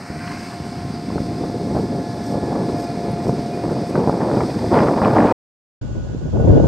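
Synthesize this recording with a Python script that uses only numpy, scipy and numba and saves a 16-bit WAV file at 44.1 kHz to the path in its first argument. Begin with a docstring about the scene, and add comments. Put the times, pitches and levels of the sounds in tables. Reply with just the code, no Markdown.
"""A windy embankment above road works, heard on a stereo microphone from two spots.
At the first, nearly mono, a roller creeps over crushed stone: diesel drone, hydraulic whine, hiss
and, at the start, crunching. Gusts buffet the microphone ever harder, the biggest eddies thumping.
After half a second of silence comes the second spot, wide, with each port in its own deeper wind:
far off, a grader hums, and its whine and hiss swell as it takes up load."""
import sys
import numpy as np
from scipy import signal
from scipy.fft import rfft, irfft, next_fast_len
from scipy.io import wavfile
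from scipy.ndimage import uniform_filter1d
from numba import njit

SR = 44100
rng = np.random.default_rng(int(sys.argv[2]) if len(sys.argv) > 2 else 0)


def log_audio(samples):
    """Write samples as a 16-bit WAV file to the path given in sys.argv[1]."""
    # one column per channel
    frames = np.atleast_2d(samples).T
    # limit to full scale, then quantise
    limited = np.clip(frames, -1, 1)
    pcm = np.round(limited * 32767).astype(np.int16)
    wavfile.write(sys.argv[1], SR, pcm)


N = 294537
TIME = np.arange(N) / SR
ROLLER_END_S, GRADER_START_S = 5.325, 5.812

# the distant grader's drive tones: pitch_hz, relative_db
GRADER_WHINES = [(1461, 2), (1550, -8), (1642, -8), (2756, -16.5), (2918, -15.5), (3381, -14.5),
                 (3806, -28), (4840, -19)]
# colour of its hiss: frequency_hz, relative_db
GRADER_HISS_SPECTRUM = [(200, -5), (900, 15), (1600, 5.5), (2200, 1), (2850, 4), (3100, 3), (3400, 3.5),
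                        (4000, 0.5), (4900, 2.5), (5600, -0.5), (6900, 3), (7900, -7.5), (9200, -22.5),
                        (11000, -14), (14000, -39)]

# stones crunching in the first second; the last row is a broad midrange rush that swells under
# the strongest gusts near the end of the first spot: peak_s, half_width_s, level_db
MIDRANGE_SWELLS = [(.2, 0.25, -54), (.33, 0.08, -41), (.52, 0.031, -41.5), (.63, 0.06, -45),
                   (.8, .04, -44.5), (.96, 0.032, -59), (5.0, 1, -39.5)]
# colour of both crunch and rush: frequency_hz, relative_db
MIDRANGE_SPECTRUM = [(400, -28), (900, 3), (1250, -5.5), (1700, -4), (2400, -11.5), (3200, -12),
                     (6000, -38.5)]
# resonances of squeezed stones, at their loudest: pitch_hz, level_db
RASP_RESONANCES = [(900, -51), (1500, -43), (2000, -44), (2400, -48)]
# gravel sliding: peak_s, half_width_s, level_db
SCRAPES = [(1.8, 0.061, -54), (2.28, 0.059, -48), (2.82, 0.051, -47), (3.27, 0.064, -51),
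           (4.55, 0.29, -60.5), (4.84, 0.052, -53.5), (5.15, .2, -55)]
# colour of a slide: frequency_hz, relative_db
SCRAPE_SPECTRUM = [(3000, -13), (5500, 3.5), (7200, -7.5), (8400, 1), (10500, -22), (12500, -8),
                   (15000, -24.5)]
# stones snapping: start_s, level_db
TICKS = [(3.114, -46.5), (3.872, -53), (3.897, -48.5)]
# colour of a snap: frequency_hz, relative_db
TICK_SPECTRUM = [(2000, -30), (6000, -16), (8000, -4), (9400, -1), (10600, 0), (11800, -7), (13000, -12),
                 (15000, -27)]
# colour of the roller's diesel: frequency_hz, relative_db
DIESEL_SPECTRUM = [(25, -38), (70, -9), (125, 1.5), (300, 5.5), (460, -8), (750, -2), (1050, -12),
                   (1300, -11), (2200, -15), (2900, -22), (4000, -56.5)]
# course of the roller's hiss: time_s, relative_db
HISS_LEVELS = [(0.06, -44), (0.39, -40), (0.64, -43.5), (4.2, -43), (4.44, -41.5), (4.81, -41.5),
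               (4.96, -42), (5.28, -44)]
# colour of that hiss: frequency_hz, relative_db
HISS_SPECTRUM = [(2000, -12.5), (2900, -9.5), (3700, -6), (4900, 0.5), (5700, -5.5), (7100, -15),
                 (7900, -9.5), (8900, -9), (10000, -22.5), (11200, -25), (12300, -19), (13300, -28.5),
                 (15500, -46)]
# sheet-metal panels ringing in it: pitch_hz, against_hiss_db
PANELS = [(2200, -13), (3520, -15), (3860, -28.5), (4570, -21), (4920, -17)]
# narrow bands sizzling on top of it: pitch_hz, against_hiss_db
SIZZLE_BANDS = [(4700, -19.5), (4950, -16), (5200, -22.5)]
# flares of the sizzle: peak_s, half_width_s, rise_db
SIZZLE_FLARES = [(1.0, 0.14, 11), (1.4, .12, 5), (2.83, .09, 9), (4.78, .07, 12)]
# a hollow in the roller's sound, shifting as it turns: time_s, centre_hz, depth_db
HOLLOW_PATH = [(0.1, 3450, 9), (.55, 3530, 4.5), (.95, 3400, 1), (1.6, 2900, 3), (2.4, 2850, 4.5),
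               (3.5, 2920, 1), (4.6, 2900, 10), (5.3, 3000, 19)]
# course of the hydraulic pump's whine: time_s, level_db
PUMP_LEVELS = [(0, -52), (.17, -42), (.33, -41), (.45, -44.5), (.75, -42), (1.1, -42.5), (1.3, -40.5),
               (2.0, -39.5), (2.4, -37.5), (2.58, -40), (2.78, -34), (3.1, -35), (3.45, -36.5),
               (3.7, -37.5), (4.4, -42), (5.3, -42)]
# its partials over the turn: harmonic, start_gain_db, end_gain_db, flutter_db, wander_rad
PUMP_PARTIALS = [(2, 3, 4, 1.5, .3), (3, -5.5, -25.5, 3, 0.77), (4, -18, -24.5, 0.5, 0.7),
                 (7, -40, -11, 5.5, 0.42), (11, -32.5, -33.5, 2.5, .7), (12, -14.5, -37.5, 3.5, 0.7),
                 (14, -37, -26, 3, .7)]

# gusts at the microphone: start_s, length_s, level_db, brightness_db
GUSTS = [(0.08, 0.29, -30.5, 0), (0.57, 0.1, -31, 1.5), (0.76, 0.17, -30, -8), (1.057, 0.28, -27, -4.5),
         (1.376, 0.081, -25.5, 0), (1.527, 0.33, -24, -1.5), (1.732, 0.045, -18, 0),
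         (1.905, 0.071, -23, -1), (2.253, 0.51, -25, 1), (2.494, 0.13, -24.5, 3), (2.66, .1, -28.5, 0),
         (3.037, 0.085, -24.5, -1.5), (3.234, 0.093, -21.5, -3), (3.606, 0.19, -22, -0.5),
         (3.92, 0.46, -21, 2.5), (4.183, 0.037, -20.5, 2), (4.373, 0.041, -16.5, 0),
         (3.942, 0.04, -15.5, -4.5), (4.301, 0.043, -17.5, -1.5), (4.53, 1, -24, -3.5),
         (4.698, 0.13, -13, 1), (4.727, 0.69, -20.5, 8), (4.999, 0.11, -16.5, 1), (5.137, 0.089, -12, 0),
         (5.169, 0.2, -19.5, 10.5), (4.32, 0.028, -29, -6), (3.96, 0.033, -23, 3),
         (5.934, 0.024, -23, -2.5), (6.227, 0.029, -22.5, -5), (6.318, 0.49, -14.5, -5),
         (6.42, 0.31, -15, -6), (6.467, 0.066, -9, -8.5)]
# big eddies striking it: time_s, peak_db, sharpness_hz, wake_against_peak_db
BUFFETS = [(.103, -16, 350, -13), (.528, -27, 1150, -3.5), (1.103, -15.5, 850, -7.5), (1.157, -14, 450, 0),
           (1.181, -12, 1300, -15), (1.204, -8, 480, -10), (1.438, -10, 780, -9), (1.499, -10, 780, -25),
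           (1.713, -10.5, 590, -10), (1.749, -9, 700, -10), (1.765, -9.5, 800, -12), (1.779, -19, 1200, -8),
           (1.919, -13, 600, -11), (2.356, -7, 750, -26), (2.431, -11, 550, -3), (2.527, -10.5, 895, -10),
           (2.563, -9.5, 750, -10), (2.621, -11, 710, -11), (2.73, -16, 600, -17), (2.975, -13, 630, -17),
           (3.083, -7.5, 680, -12), (3.2696, -6, 740, -26), (3.2947, -1.5, 800, -26),
           (3.394, -9.5, 550, -16), (3.654, -13, 1050, -13), (3.681, -10.5, 650, -10),
           (3.699, -17, 1100, -9), (3.955, -8, 1300, -11), (3.974, -18, 1100, -7), (4.075, -1, 850, -17),
           (4.095, -1.5, 750, -9), (4.212, -13, 1450, -12), (4.251, -12, 870, -12),
           (4.314, -7.5, 1000, -12), (4.349, -8, 950, -13), (4.406, -7.5, 1400, -9.5), (4.643, -7, 600, -7),
           (4.729, -2.5, 746, -7.5), (4.749, -3, 850, -12), (4.789, -5, 1900, -13),
           (4.869, -13, 1500, -10.5), (4.885, -2, 1190, -12), (4.958, -12.5, 670, -20),
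           (5.018, 0, 950, -11), (5.047, -11.5, 2100, -9), (5.057, -1.5, 1000, -9), (5.097, -13, 640, -13),
           (5.165, 0, 1250, -14.5), (5.184, -4, 1300, -8), (5.204, -8.5, 1490, -8), (5.223, -2, 1050, -11),
           (5.253, -1.5, 840, -17.5), (5.302, -10, 950, -13), (5.844, -23.5, 450, -8),
           (6.148, -15.5, 496, -7.5), (6.371, -7.5, 600, -10), (6.398, -6.5, 520, -6),
           (6.493, -2, 400, -15)]
# colour of the turbulence at the first spot: frequency_hz, relative_db
FIRST_WIND_SPECTRUM = [(15, -31), (30, -13.5), (55, -8), (100, 2), (170, 4), (300, 2), (550, -1), (900, -3),
                       (1400, -11), (3000, -20), (8000, -18.5), (14000, -50)]
# the deeper turbulence at the second spot: frequency_hz, relative_db
SECOND_WIND_SPECTRUM = [(15, -28), (30, -8), (55, 1.5), (110, 1.5), (220, -9), (380, -11), (560, -5.5),
                        (900, -13), (1400, -23), (3000, -26), (8000, -29)]
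# faint mismatch of the microphone's two ports at the first spot: frequency_hz, side_against_mid_db
PORT_MISMATCH = [(100, -78), (450, -60.5), (700, -43), (1200, -25.5), (1900, -11.5), (2500, -20),
                 (3300, -44.5), (5000, -48), (7000, -49.5), (8700, -18), (12500, -21.5)]
# how the ports face the wind at the second spot, left then right: gain_db, corner_hz
PORTS = [(1.5, 466), (-.5, 640)]


def from_db(db):
    """Decibels to gain."""
    return 10 ** (np.asarray(db) / 20)


def unit_rms(x):
    """Scale to rms 1."""
    return x / np.sqrt(np.mean(x ** 2) + 1e-20)


def in_time(rows):
    """Each column of a curve at every sample."""
    times, *columns = np.transpose(rows)
    return [np.interp(TIME, times, column) for column in columns]


def swell(peak_s, half_width_s):
    """A smooth rise and fall of height 1."""
    return np.exp(-((TIME - peak_s) / half_width_s) ** 2)


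def drift(rate_hz):
    """Smooth random wavering with spread 1."""
    pole = np.exp(-40 * np.pi * rate_hz / SR)  # one value every 20 samples
    slow = signal.lfilter([1], [1, -2 * pole, pole * pole], rng.standard_normal(N // 20 + 4002))[4000:]
    return np.interp(np.arange(N) / 20, np.arange(len(slow)), unit_rms(slow))


def equalise(x, spectrum):
    """Apply a smooth gain over frequency."""
    size = next_fast_len(N)
    hz, db = np.transpose(spectrum)
    bins_hz = np.arange(size // 2 + 1) * SR / size
    gain = from_db(np.interp(np.log(bins_hz + 1), np.log(hz), db))
    return irfft(rfft(x, size) * gain, size)[..., :N]


def colour(x, spectrum):
    """Give a flat signal a spectrum; rms 1."""
    return unit_rms(equalise(x, spectrum))


@njit
def moving_lowpass(x, step, damping):
    """Two-pole low-pass whose corner moves; step is the corner in radians per sample."""
    out, low, band = np.zeros(len(x)), 0., 0.
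    for i in range(len(x)):
        band += step[i] * (x[i] - low - damping * band)
        low += step[i] * band
        out[i] = low
    return out


@njit
def moving_lowcut(x, step):
    """One-pole high-pass whose corner moves."""
    out, low = np.zeros(len(x)), 0.
    for i in range(len(x)):
        low += step[i] * (x[i] - low)
        out[i] = x[i] - low
    return out


def ring(hz, width_hz):
    """Noise keeps one narrow resonance ringing, whose centre may move; rms 1."""
    pole = np.exp(-2 * np.pi * width_hz / SR)
    noise = rng.standard_normal(N) + 1j * rng.standard_normal(N)
    slow = signal.lfilter([1], [1, -2 * pole, pole * pole], noise)
    phase = 2 * np.pi * np.cumsum(hz * np.ones(N)) / SR
    return unit_rms(np.real(slow * np.exp(1j * phase)))


def whine(hz, flutter_db, wander_rad):
    """A machine tone whose level and phase waver on the way to the microphone through moving air."""
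    phase = 2 * np.pi * np.cumsum(hz * np.ones(N)) / SR
    return unit_rms(np.sin(phase + wander_rad * drift(7.8)) * from_db(flutter_db * drift(18)))


def echoes(x, sway_s, echo_db=-18):
    """Banks and house walls scatter the sound; their slowly changing paths make it ring faintly."""
    out = x.copy()
    for delay_s in rng.uniform(.003, .018, size=5):
        out += from_db(echo_db) * np.interp(TIME - delay_s - sway_s * drift(.28), TIME, x)
    return unit_rms(out)


def grader(hum_hz=54.6, load_start_s=6.28, whine_rise_db_per_s=36, hiss_rise_db_per_s=15):
    """Far off: a steady exhaust hum, with rough drive whines and a diffuse hiss that swell under load."""
    loaded_s = np.maximum(TIME - load_start_s, 0)
    hum = sum(from_db(db) * whine(harmonic * hum_hz, flutter_db=2, wander_rad=.6)
              for harmonic, db in [(1, -49), (2, -38)])
    drive = sum(from_db(db + 2.1 * drift(49)) * whine(hz, flutter_db=3.5, wander_rad=.79)
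                for hz, db in GRADER_WHINES)
    drive *= from_db(-59 + whine_rise_db_per_s * loaded_s)
    scattered = np.array([echoes(rng.standard_normal(N), sway_s=.00002) for port in range(2)])
    hiss = from_db(-48.5 + hiss_rise_db_per_s * loaded_s) * colour(scattered, GRADER_HISS_SPECTRUM)
    lean_right = from_db([[-1.75], [1.75]])
    return hum + drive + hiss * lean_right


def crunch_and_rush(grain_db=5.5, echo_s=.0023, echo_db=-11):
    """Stones crunch in the first second; later a broad midrange rush swells under the strongest gusts."""
    grains = rng.standard_normal(N) * from_db(grain_db * drift(120))
    delay_s = echo_s * np.exp(-.8 * np.minimum(TIME, 1))  # a shortening echo sweeps streaks upwards
    echo = np.interp(TIME - delay_s, TIME, grains)
    level = sum(from_db(db) * swell(s, width) for s, width, db in MIDRANGE_SWELLS)
    return level * colour(grains + from_db(echo_db) * echo, MIDRANGE_SPECTRUM)


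def rasp(peak_s=.24, octaves_per_s=.6):
    """As the roller turns in, squeezed stones rub in rough resonances that glide upwards."""
    glide = 2 ** (octaves_per_s * np.minimum(TIME - peak_s, .5))
    slips = unit_rms(from_db(2 * drift(200)))
    resonances = sum(from_db(db) * ring(hz * glide, width_hz=140) for hz, db in RASP_RESONANCES)
    return swell(peak_s, half_width_s=.25) * slips * resonances


def scrapes(grain_db=3):
    """Loose gravel slides in short, bright, grainy bursts."""
    grains = rng.standard_normal(N) * from_db(grain_db * drift(150))
    slides = sum(from_db(db) * swell(s, width) for s, width, db in SCRAPES)
    return slides * colour(grains, SCRAPE_SPECTRUM)


def ticks(decay_s=.008):
    """Stones snap under the drum, each a sudden, fast-dying spray of treble."""
    snaps = sum(from_db(db) * (TIME >= s) * np.exp(-np.abs(TIME - s) / decay_s) for s, db in TICKS)
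    return snaps * colour(rng.standard_normal(N), TICK_SPECTRUM)


def diesel(firing, level_db=-35.5, pulse_depth=.17):
    """The roller's engine: a low, noisy drone that pulses with every firing."""
    level = from_db(level_db + drift(5.3))
    return level * colour(rng.standard_normal(N) * (1 + pulse_depth * firing), DIESEL_SPECTRUM)


def roller_hiss(firing, trim_db=-2):
    """A hiss that pulses faintly with the engine, with ringing panels and a wandering, flaring sizzle."""
    noise = rng.standard_normal(N) * (1 + .03 * firing)
    panels = sum(from_db(db + drift(2)) * ring(hz, width_hz=97) for hz, db in PANELS)
    flare_db = sum(db * swell(s, width) for s, width, db in SIZZLE_FLARES)
    sizzle = sum(from_db(db + flare_db + 1.5 * drift(6)) * ring(hz + 35 * drift(2.5), width_hz=110)
                 for hz, db in SIZZLE_BANDS)
    hiss_db, = in_time(HISS_LEVELS)
    level = from_db(hiss_db + trim_db + .5 * drift(8.7))
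    return level * (colour(echoes(noise, sway_s=.00008), HISS_SPECTRUM) + panels + sizzle)


def pump(pump_hz):
    """The hydraulic pump whines in harmonics whose balance shifts as the roller turns."""
    level_db, = in_time(PUMP_LEVELS)
    turned = np.clip(TIME / ROLLER_END_S, 0, 1)
    out = np.zeros(N)
    for harmonic, start_db, end_db, flutter_db, wander_rad in PUMP_PARTIALS:
        level = from_db(level_db + start_db + (end_db - start_db) * turned)
        out += level * whine(harmonic * pump_hz, flutter_db, wander_rad)
    return out


def gear(mesh_hz):
    """The drive gear sings in the middle of the turn: two meshing tones an octave apart."""
    upper = from_db(-51) * whine(mesh_hz, flutter_db=2, wander_rad=.64)
    lower = from_db(-43) * whine(mesh_hz / 2, flutter_db=2.5, wander_rad=1.3)
    return swell(peak_s=2.41, half_width_s=.93) * (upper + lower)


def hollow(x, width_share=.27):
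    """One moving band of the treble sinks as the roller turns."""
    hz, depth_db = in_time(HOLLOW_PATH)
    step = 2 * np.sin(np.pi * hz / SR)
    band = np.diff(moving_lowpass(x, step, width_share), prepend=np.zeros(2))[:N] / step
    return x - (1 - from_db(-depth_db)) * width_share * band


def roller(free_pump_hz=351.3, sag_hz=2.7, gear_ratio=4.885):
    """The nearer machine, on crushed stone: diesel, pump and gear slow together as it labours."""
    pump_hz = free_pump_hz - sag_hz * swell(peak_s=2.7, half_width_s=1.25)
    firing_hz = pump_hz * 2 / 9  # nine pump pistons and two firings to a revolution
    firing = np.cos(2 * np.pi * np.cumsum(firing_hz) / SR)
    engine = diesel(firing) + roller_hiss(firing)
    hydraulics = pump(pump_hz)
    body = hollow(engine + crunch_and_rush())
    return body + hydraulics + gear(gear_ratio * pump_hz) + rasp() + scrapes() + ticks()


def low_cut(x, corner_hz):
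    """The microphone does not follow slow swings of pressure."""
    return signal.sosfilt(signal.butter(2, corner_hz, "high", fs=SR, output="sos"), x)


def airflow(breeze_db, breeze_bright_db, attack_s=.032, release_s=.054):
    """Gusts add their power to the breeze; gives the level and extra brightness of the wind in dB."""
    power = from_db(breeze_db) ** 2
    brightness = power * breeze_bright_db
    for start_s, length_s, db, bright_db in GUSTS:
        attack = np.clip((TIME - start_s) / attack_s, 0, 1)
        release = np.exp(-np.maximum(TIME - start_s - length_s, 0) / release_s)
        gust = (from_db(db) * attack * release) ** 2
        power = power + gust
        brightness = brightness + gust * bright_db
    return 10 * np.log10(power), brightness / power


def wind(air, spectrum, corner_hz, opening, lumpy_db, damping, lowcut_share):
    """Turbulence on one port: stronger flow is louder and sheds smaller eddies, so its band moves up."""
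    level_db, bright_db = air
    lumps_db = lumpy_db * drift(55)
    moving_hz = corner_hz * from_db(opening * (level_db + 18 + lumps_db) + bright_db)
    step = 2 * np.pi * np.clip(moving_hz, 80, 3000) / SR
    eddies = colour(rng.standard_normal(N), spectrum) * from_db(lumps_db)
    flow = moving_lowcut(moving_lowpass(eddies, step, damping), lowcut_share * step)
    flow /= np.sqrt(uniform_filter1d(flow ** 2, size=3500) + 1e-12)  # even out, so the air sets the level
    return flow * from_db(level_db + .5 * drift(12))


def buffets(wind_db, eddies_per_s=3, width_cycles=.34, wake_s=.004, lull_s=.003):
    """Eddies hit the microphone: a pressure dip, a slower swing back, a ragged wake, a brief lull."""
    chance_times = rng.uniform(.02, TIME[-1] - .03, round(eddies_per_s * TIME[-1]))
    small_eddies = [(s, wind_db[int(s * SR)] + 2.5, 600, -11) for s in chance_times]  # as in BUFFETS
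    thumps, lull = np.zeros(N), np.ones(N)
    for s, db, sharpness_hz, wake_db in small_eddies + BUFFETS:
        span = slice(round(s * SR) - 600, round(s * SR) + 900)
        age_s = TIME[span] - s
        widths = age_s * sharpness_hz / width_cycles
        dip = np.exp(-widths ** 2)
        swing = .25 * np.exp(-((widths - 5) / 3) ** 2)
        ripple = unit_rms(irfft(rfft(rng.standard_normal(len(widths))) * rfft(widths * dip)))
        wake = ripple * np.clip(widths / 2, 0, 1) * np.exp(-np.abs(age_s) / wake_s)
        thumps[span] += from_db(db) * (swing - dip + from_db(wake_db) * wake)
        lull[span] *= 1 - .45 * np.exp(-(age_s / lull_s) ** 2)  # it pushes other turbulence aside
    return thumps, lull


def scene():
    """Two microphone positions, silence between: nearly mono at the roller, then wide at the grader."""
    breeze_db = -28 + .7855 * TIME - 30 * np.exp(-TIME / .39)  # gets up from a calm, then freshens
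    first_air = airflow(breeze_db, breeze_bright_db=3.5)
    second_air = airflow(breeze_db=-25.5, breeze_bright_db=-4)
    thumps, lull = buffets(np.where(TIME < ROLLER_END_S, first_air[0], second_air[0]))

    gale = wind(first_air, FIRST_WIND_SPECTRUM, corner_hz=491, opening=.7,
                lumpy_db=1.5, damping=1.2, lowcut_share=.15)
    mid = roller() + low_cut(lull * gale + thumps, corner_hz=48.85)
    # the two ports differ slightly in phase, so the side is a quarter cycle off the mid
    side = np.imag(signal.hilbert(equalise(mid, PORT_MISMATCH), next_fast_len(N)))[:N]
    first_spot = mid + side * [[1], [-1]]

    port_winds = np.array([from_db(db) * wind(second_air, SECOND_WIND_SPECTRUM, corner_hz=hz, opening=.36,
                                              lumpy_db=2, damping=.79, lowcut_share=.048)
                           for db, hz in PORTS])
    second_spot = grader() + low_cut(lull * port_winds + thumps, corner_hz=40)

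    first_gate = np.clip((ROLLER_END_S - TIME) * 1000, 0, 1)
    second_gate = np.clip(np.minimum(TIME - GRADER_START_S, TIME[-1] - TIME) * 300, 0, 1)
    return first_spot * first_gate + second_spot * second_gate


def record(dry):
    """The highest peaks are rounded and the top treble is cut."""
    rounded = dry / (1 + dry ** 8) ** (1 / 8)
    return signal.sosfilt(signal.ellip(10, .1, 90, 15100, fs=SR, output="sos"), rounded)


dry = scene()
out = record(dry)
log_audio(out)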